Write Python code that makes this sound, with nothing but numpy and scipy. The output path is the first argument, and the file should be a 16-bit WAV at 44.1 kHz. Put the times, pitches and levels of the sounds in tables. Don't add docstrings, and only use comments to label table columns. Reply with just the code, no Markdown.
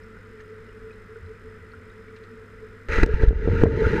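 import sys
import numpy as np
from scipy import signal
from scipy.fft import rfft, irfft
from scipy.io import wavfile
from scipy.ndimage import uniform_filter1d

SR = 44100
rng = np.random.default_rng(int(sys.argv[2]) if len(sys.argv) > 2 else 0)


def output_pcm(signal):
    pcm = np.clip(np.atleast_2d(signal).T, -1, 1) * 32767
    wavfile.write(sys.argv[1], SR, np.round(pcm).astype(np.int16))


N = 176400
TIME = np.arange(N) / SR
ENTRY_S = 2.886

# frequency in Hz, width in Hz, lift in dB.
CASE_MODES = [(445.7, 58, 11), (886, 120, 20.5), (998, 96, 6.5), (1245, 190, 6), (1436, 83, 4.5),
              (1650, 180, 5.5), (1965, 190, 7.5), (2350, 110, 4.5), (2750, 42, 6.5), (4050, 380, 8.5),
              (4900, 150, 6.5), (6420, 200, 5)]

# time in seconds, suction in dB, push in dB,
# rise of the push in seconds, knock on the case in dB.
POCKET_COLLAPSES = [(2.984, -11, -10.5, 0.0047, -19), (3.033, -5, -10, .005, -9),
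                    (3.064, -25, -28, 0.0007, -20.5), (3.139, -34, -8.5, 0.0039, -31),
                    (3.235, -10.5, -4.5, 0.0034, -12), (3.28, -17, -8, 0.0054, -32),
                    (3.308, -24, -17, 0.0019, -19.5), (3.330, -32, -18.5, 0.0017, -25.5),
                    (3.475, -29, -17.5, 0.0019, -9.5), (3.486, -23, -12, .002, -12.5),
                    (3.636, -9, -4.5, 0.00087, -2), (3.656, -26, -12, 0.0012, -22)]
# time in seconds, then fizz, gurgle, drumming and surge in dB.
CLOUD_LEVELS = [(2.885, -54, -50, -34, -20), (2.98, -57, -31.5, -27.5, -27.5), (3.05, -45, -25.5, -44, -42),
                (3.09, -42.5, -41, -31.5, -23), (3.15, -38.5, -37.5, -38.5, -19.5),
                (3.19, -41, -33, -37.5, -26.5), (3.225, -33.5, -30, -25, -27.5), (3.28, -46, -41, -43, -17),
                (3.305, -49.5, -42, -36.5, -20), (3.39, -46, -40.5, -39.5, -29),
                (3.46, -41.5, -32.5, -30, -24), (3.50, -39, -29.5, -33.5, -29.5),
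                (3.62, -34, -21.5, -22, -22.5), (3.65, -43, -26, -31.5, -26), (3.71, -43, -27.5, -29, -29),
                (3.78, -37.5, -26, -26.5, -36), (3.86, -31.5, -23.5, -25, -22.5),
                (4.0, -32.5, -24, -28, -33)]
# start in seconds, peak in dB, frequency in Hz, rise in seconds.
NEAR_BUBBLES = [(3.078, -24.5, 425.7, 0.0094), (3.35, -17.5, 42.3, 0.023), (3.415, -29, 433, .008),
                (3.495, -15.5, 88, .012), (3.55, -19.5, 86, 0.013), (3.665, -12.5, 87, 0.0056),
                (3.848, -28, 1449, 0.0076), (3.857, -21, 79.4, 0.011), (3.89, -29, 1914, 0.005),
                (3.94, -24, 322.5, .012), (3.978, -29, 880, 0.0057)]
# start in seconds, level in dB, frequency in Hz.
LONE_BUBBLES = [(.035, -55, 5330), (.17, -43, 1423), (.387, -49, 2290), (.401, -42, 1760),
                (.409, -56, 6200), (.665, -47, 1970), (.69, -53.5, 2820), (.908, -43, 2440),
                (.931, -52, 3950), (1.159, -43, 1440), (1.263, -53.5, 3980), (1.35, -50, 2390),
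                (1.718, -52, 4250), (1.736, -37.5, 1400), (1.9, -53, 3650), (2.084, -44.5, 2190),
                (2.281, -44, 1300)]

# start in seconds, level in dB.
SHARP_CRACKS = [(2.886, -46), (3.032, -27.5), (3.062, -34.5), (3.142, -45), (3.237, -39.5), (3.286, -36.5),
                (3.636, -32.5)]
BODY_SLAPS = [(2.886, -33), (2.922, -22.5), (2.931, -22), (2.940, -23.5), (2.958, -22.5), (2.982, -22.5),
              (3.033, -12.5)]
AIR_GULPS = [(2.981, -27), (3.031, -14.5), (3.474, -27), (3.484, -32), (3.635, -21), (3.655, -23),
             (3.660, -25.5)]
WALL_BUMPS = [(1.223, -33.5), (1.432, -40.5), (1.611, -41), (1.771, -39)]
FAINT_TICKS = [(.404, -56), (2.162, -50.5), (2.236, -52.5)]

# frequency in Hz, relative level in dB.
KNOCK_SPECTRUM = [(30, -19), (120, -2.5), (250, -0.5), (400, -1), (560, -11), (760, -19.5), (1000, -27.5),
                  (1600, -48.5), (4000, -86.5), (15000, -115)]
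CRACK_SPECTRUM = [(500, -14.5), (1500, 5), (3000, 3.5), (6500, -8), (8000, -12.5), (15000, -32)]
SPRAY_SPECTRUM = [(250, -6.5), (520, 3), (620, -9.5), (780, -27), (900, -18), (1100, -20.5), (1300, -3.5),
                  (1900, -1.5), (2500, -5.5), (3100, -16.5), (4500, -25), (6600, -24.5), (7200, -33),
                  (9500, -38.5), (15000, -48)]
FIZZ_SPECTRUM = [(400, -10.5), (600, -9.5), (780, -23), (900, -13.5), (1100, -18.5), (1350, -1),
                 (1700, -0.5), (2100, -5.5), (2700, -9), (3300, -16), (4500, -23.5), (5400, -24),
                 (6500, -27), (7600, -34), (15000, -45.5)]
GURGLE_SPECTRUM = [(40, -11), (85, -2), (150, -3.5), (220, -4.5), (300, -3), (450, -11.5), (620, -31.5),
                   (780, -51.5), (1100, -62.5), (3000, -82.5)]
DRUMMING_SPECTRUM = [(150, -28.5), (300, -11), (400, 4.5), (490, -0.5), (620, -13.5), (760, -33.5),
                     (1000, -44), (1500, -61.5), (4000, -84)]
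SURGE_SPECTRUM = [(10, -8.5), (22, -5), (42, 3), (65, -1.5), (110, -20.5), (250, -48.5), (1000, -98)]
GULP_SPECTRUM = [(100, -13), (300, 1.5), (560, 1), (750, -13.5), (1050, -7.5), (1400, -15.5), (3000, -49),
                 (15000, -100)]
TICK_SPECTRUM = [(1000, -14), (2200, 8.5), (4000, 0), (6200, -7.5), (9000, -20), (15000, -36)]
RUSH_SPECTRUM = [(20, -6.5), (45, 0.5), (70, -9.5), (140, -16), (185, -9), (235, -5), (295, -19),
                 (380, -13), (490, -11.5), (600, -26), (780, -31.5), (1000, -23), (1100, -24.5),
                 (1320, -12.5), (1700, -18), (2020, -16.5), (2200, -25.5), (2380, -25), (2700, -32),
                 (3500, -36), (4100, -38.5), (4700, -42), (6000, -46.5), (8500, -47), (10100, -49.5),
                 (11500, -56.5), (15000, -50.5)]
PUMP_HISS_SPECTRUM = [(3000, -24.5), (5500, -5), (7500, 1.5), (9000, -5), (10500, -10.5), (15000, -13.5)]

# time in seconds, gain in dB.
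DRONE_GAIN = [(0.0, -53.5), (0.17, -54.5), (0.21, -63), (0.31, -52), (0.56, -47), (0.7, -56), (0.86, -45),
              (1.04, -57.5), (1.17, -44), (1.22, -66), (1.31, -45), (1.43, -60.5), (1.46, -47.5),
              (1.63, -56), (2.46, -50), (2.56, -57), (2.63, -45.5), (2.85, -62)]
BACKGROUND_GAIN = [(2.9, 3.5), (3.05, -13), (3.31, -19.5), (4.0, -3)]


def collapses():
    suction_s, release_s = 0.013, 0.00063
    out = bursts(SHARP_CRACKS, CRACK_SPECTRUM, decay_s=0.0019)
    t = TIME[:SR // 10]
    knock = colour(signal.unit_impulse(N), KNOCK_SPECTRUM, CASE_MODES[:1])[:len(t)]
    suction = np.concatenate([np.exp(-t[::-1] / suction_s), np.exp(-t / release_s)])
    suction = uniform_filter1d(suction, size=56)
    for s, suction_db, push_db, rise_s, knock_db in POCKET_COLLAPSES:
        add(out, s - len(t) / SR, -from_db(suction_db) * suction)
        push = (t / rise_s * np.exp(1 - t / rise_s)) ** 2
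        add(out, s, from_db(push_db) * push + from_db(knock_db) * knock / knock.max())
    return out


def spray():
    rise_s, end_s, release_s = 0.052, 3.036, 0.0063
    age = np.maximum(TIME - ENTRY_S, 0)
    db = -25 - 10 * np.maximum(1 - age / rise_s, 0) - 40 * np.maximum(age - rise_s, 0)
    gate = (age > 0) * np.exp(-np.maximum(TIME - end_s, 0) / release_s)
    drops = crackle(per_s=3000, spread_db=2.0)
    bubbles = swarm(per_s=700, low_hz=1155, high_hz=2870, cycles=22, spread_db=26)
    splash = rms_one(colour(drops + from_db(-16.5) * bubbles, SPRAY_SPECTRUM, CASE_MODES))
    slaps = bursts(BODY_SLAPS, SPRAY_SPECTRUM, CASE_MODES, decay_s=0.0028)
    return from_db(db) * gate * splash + slaps


def bubble_cloud():
    clicks = crackle(per_s=3500, spread_db=1.0)
    fine = swarm(per_s=700, low_hz=1107, high_hz=3030, cycles=38, spread_db=28)
    large = swarm(per_s=260, low_hz=71.6, high_hz=487, cycles=11, spread_db=13.5)
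    fizz = froth(colour(clicks + from_db(-15) * fine, FIZZ_SPECTRUM, CASE_MODES))
    gurgle = colour(large, GURGLE_SPECTRUM)
    drumming = colour(crackle(per_s=700, spread_db=3.0), DRUMMING_SPECTRUM, CASE_MODES)
    surge = colour(rng.standard_normal(N), SURGE_SPECTRUM)
    times, *levels = np.transpose(CLOUD_LEVELS)
    cloud = np.zeros(N)
    for layer, db in zip((fizz, gurgle, drumming, surge), levels):
        cloud += from_db(np.interp(TIME, times, db)) * rms_one(layer)
    return cloud * np.clip((TIME - ENTRY_S) / 0.0037, 0, 1)


def froth(x):
    lag_s = 0.000696 * np.exp(0.35 * narrow_noise(hz=0, width_hz=14))
    return x + 0.28 * np.interp(TIME - lag_s, TIME, x)


def glugs():
    out = np.zeros(N)
    for s, db, hz, rise_s in NEAR_BUBBLES:
        add(out, s, from_db(db) * swell(hz, rise_s))
    return out


def gulps():
    return bursts(AIR_GULPS, GULP_SPECTRUM, decay_s=0.0042)


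def small_sounds():
    echo_db, t60_s = -7.5, 0.08
    out = np.zeros(N)
    for s, db, hz in LONE_BUBBLES:
        add(out, s, from_db(db) * bubble(hz, cycles=82))
    t = TIME[:SR // 5]
    walls = rng.standard_normal(len(t)) * from_db(-60 * t / t60_s)
    out += from_db(echo_db) * signal.fftconvolve(out, walls / np.linalg.norm(walls))[:N]
    for s, db in WALL_BUMPS:
        add(out, s, from_db(db) * swell(hz=87.5, rise_s=0.016))
    return out + bursts(FAINT_TICKS, TICK_SPECTRUM, CASE_MODES, decay_s=0.0092)


def circulation():
    rush = from_db(-51) * rms_one(colour(rng.standard_normal(N), RUSH_SPECTRUM))
    mains_hz = 100
    hum = from_db(-55.5) * np.sqrt(2) * np.sin(2 * np.pi * mains_hz * TIME)
    drone = narrow_noise(hz=439.4, width_hz=14.2)
    running_rms = np.sqrt(uniform_filter1d(drone ** 2, size=4000))
    drone = drone / running_rms * curve(DRONE_GAIN)
    whine = from_db(-81) * narrow_noise(hz=5120, width_hz=230)
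    return curve(BACKGROUND_GAIN) * (rush + hum + drone + whine)


def pump_ticking():
    turn_hz, decay_s = 48, 0.004
    puffs = np.exp(-(TIME % (1 / turn_hz)) / decay_s)
    hiss = colour(rng.standard_normal(N) * puffs, PUMP_HISS_SPECTRUM)
    return curve(BACKGROUND_GAIN) * from_db(-83) * rms_one(hiss)


def bubble(hz, cycles):
    climb = 0.19
    t = TIME[:int(cycles / hz * SR) + 2]
    age = t * hz / cycles
    return np.sin(2 * np.pi * hz * t * (1 + climb * age / 2)) * np.exp(-np.log(1000) * age)


def swarm(per_s, low_hz, high_hz, cycles, spread_db):
    out = np.zeros(N)
    draws = np.random.default_rng(rng.integers(2 ** 30)).random((int(per_s * N / SR), 3))
    for when, pitch, faintness in draws:
        hz = low_hz * (high_hz / low_hz) ** pitch
        add(out, when * N / SR, from_db(-spread_db * faintness) * bubble(hz, cycles))
    return rms_one(out - out.mean())


def crackle(per_s, spread_db):
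    sizes = from_db(spread_db * np.minimum(rng.exponential(1, N), 4))
    return rms_one((rng.random(N) < per_s / SR) * sizes * rng.choice([-1, 1], N))


def bursts(rows, spectrum, resonances=(), *, decay_s):
    envelope = np.zeros(N)
    for s, db in rows:
        add(envelope, s, from_db(db) * np.exp(-TIME[:SR // 10] / decay_s))
    noise = rng.choice([-1., 1.], N)
    return colour(noise * envelope, spectrum, resonances) / np.std(colour(noise, spectrum, resonances))


def swell(hz, rise_s):
    t = TIME[:SR // 2]
    return t / rise_s * np.exp(1 - t / rise_s) * np.sin(2 * np.pi * hz * t)


def narrow_noise(hz, width_hz):
    bins = np.arange(N // 2 + 1) * SR / N
    return rms_one(irfft(rfft(rng.standard_normal(N)) / (1 + (2 * (bins - hz) / width_hz) ** 2), N))


def colour(x, spectrum, resonances=()):
    size = 2 * N
    hz = np.maximum(np.arange(N + 1) * SR / size, 1)
    points, level = np.transpose(spectrum)
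    db = np.interp(np.log(hz), np.log(points), level)
    for centre, width, lift in resonances:
        db += lift / (1 + (2 * (hz - centre) / width) ** 2)
    cepstrum = irfft(np.log(from_db(db)))
    cepstrum[1:N] *= 2
    cepstrum[N + 1:] = 0
    return irfft(rfft(x, size) * np.exp(rfft(cepstrum)))[:N]


def curve(rows):
    return from_db(np.interp(TIME, *np.transpose(rows)))


def add(out, start_s, sound):
    i = min(int(start_s * SR), N)
    out[i:i + len(sound)] += sound[:N - i]


def from_db(db):
    return 10 ** (np.asarray(db) / 20)


def rms_one(x):
    return x / np.sqrt(np.mean(x ** 2) + 1e-20)


def scene():
    background = circulation() + pump_ticking() + small_sounds()
    return (background + spray() + bubble_cloud() + collapses() + gulps() + glugs())[None]


def record(dry):
    stopband_hz = 16200
    lowpass = signal.cheby2(12, 70, stopband_hz, fs=SR, output="sos")
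    return signal.sosfilt(lowpass, np.clip(dry, -1, 1))


dry = scene()
out = record(dry)
output_pcm(out)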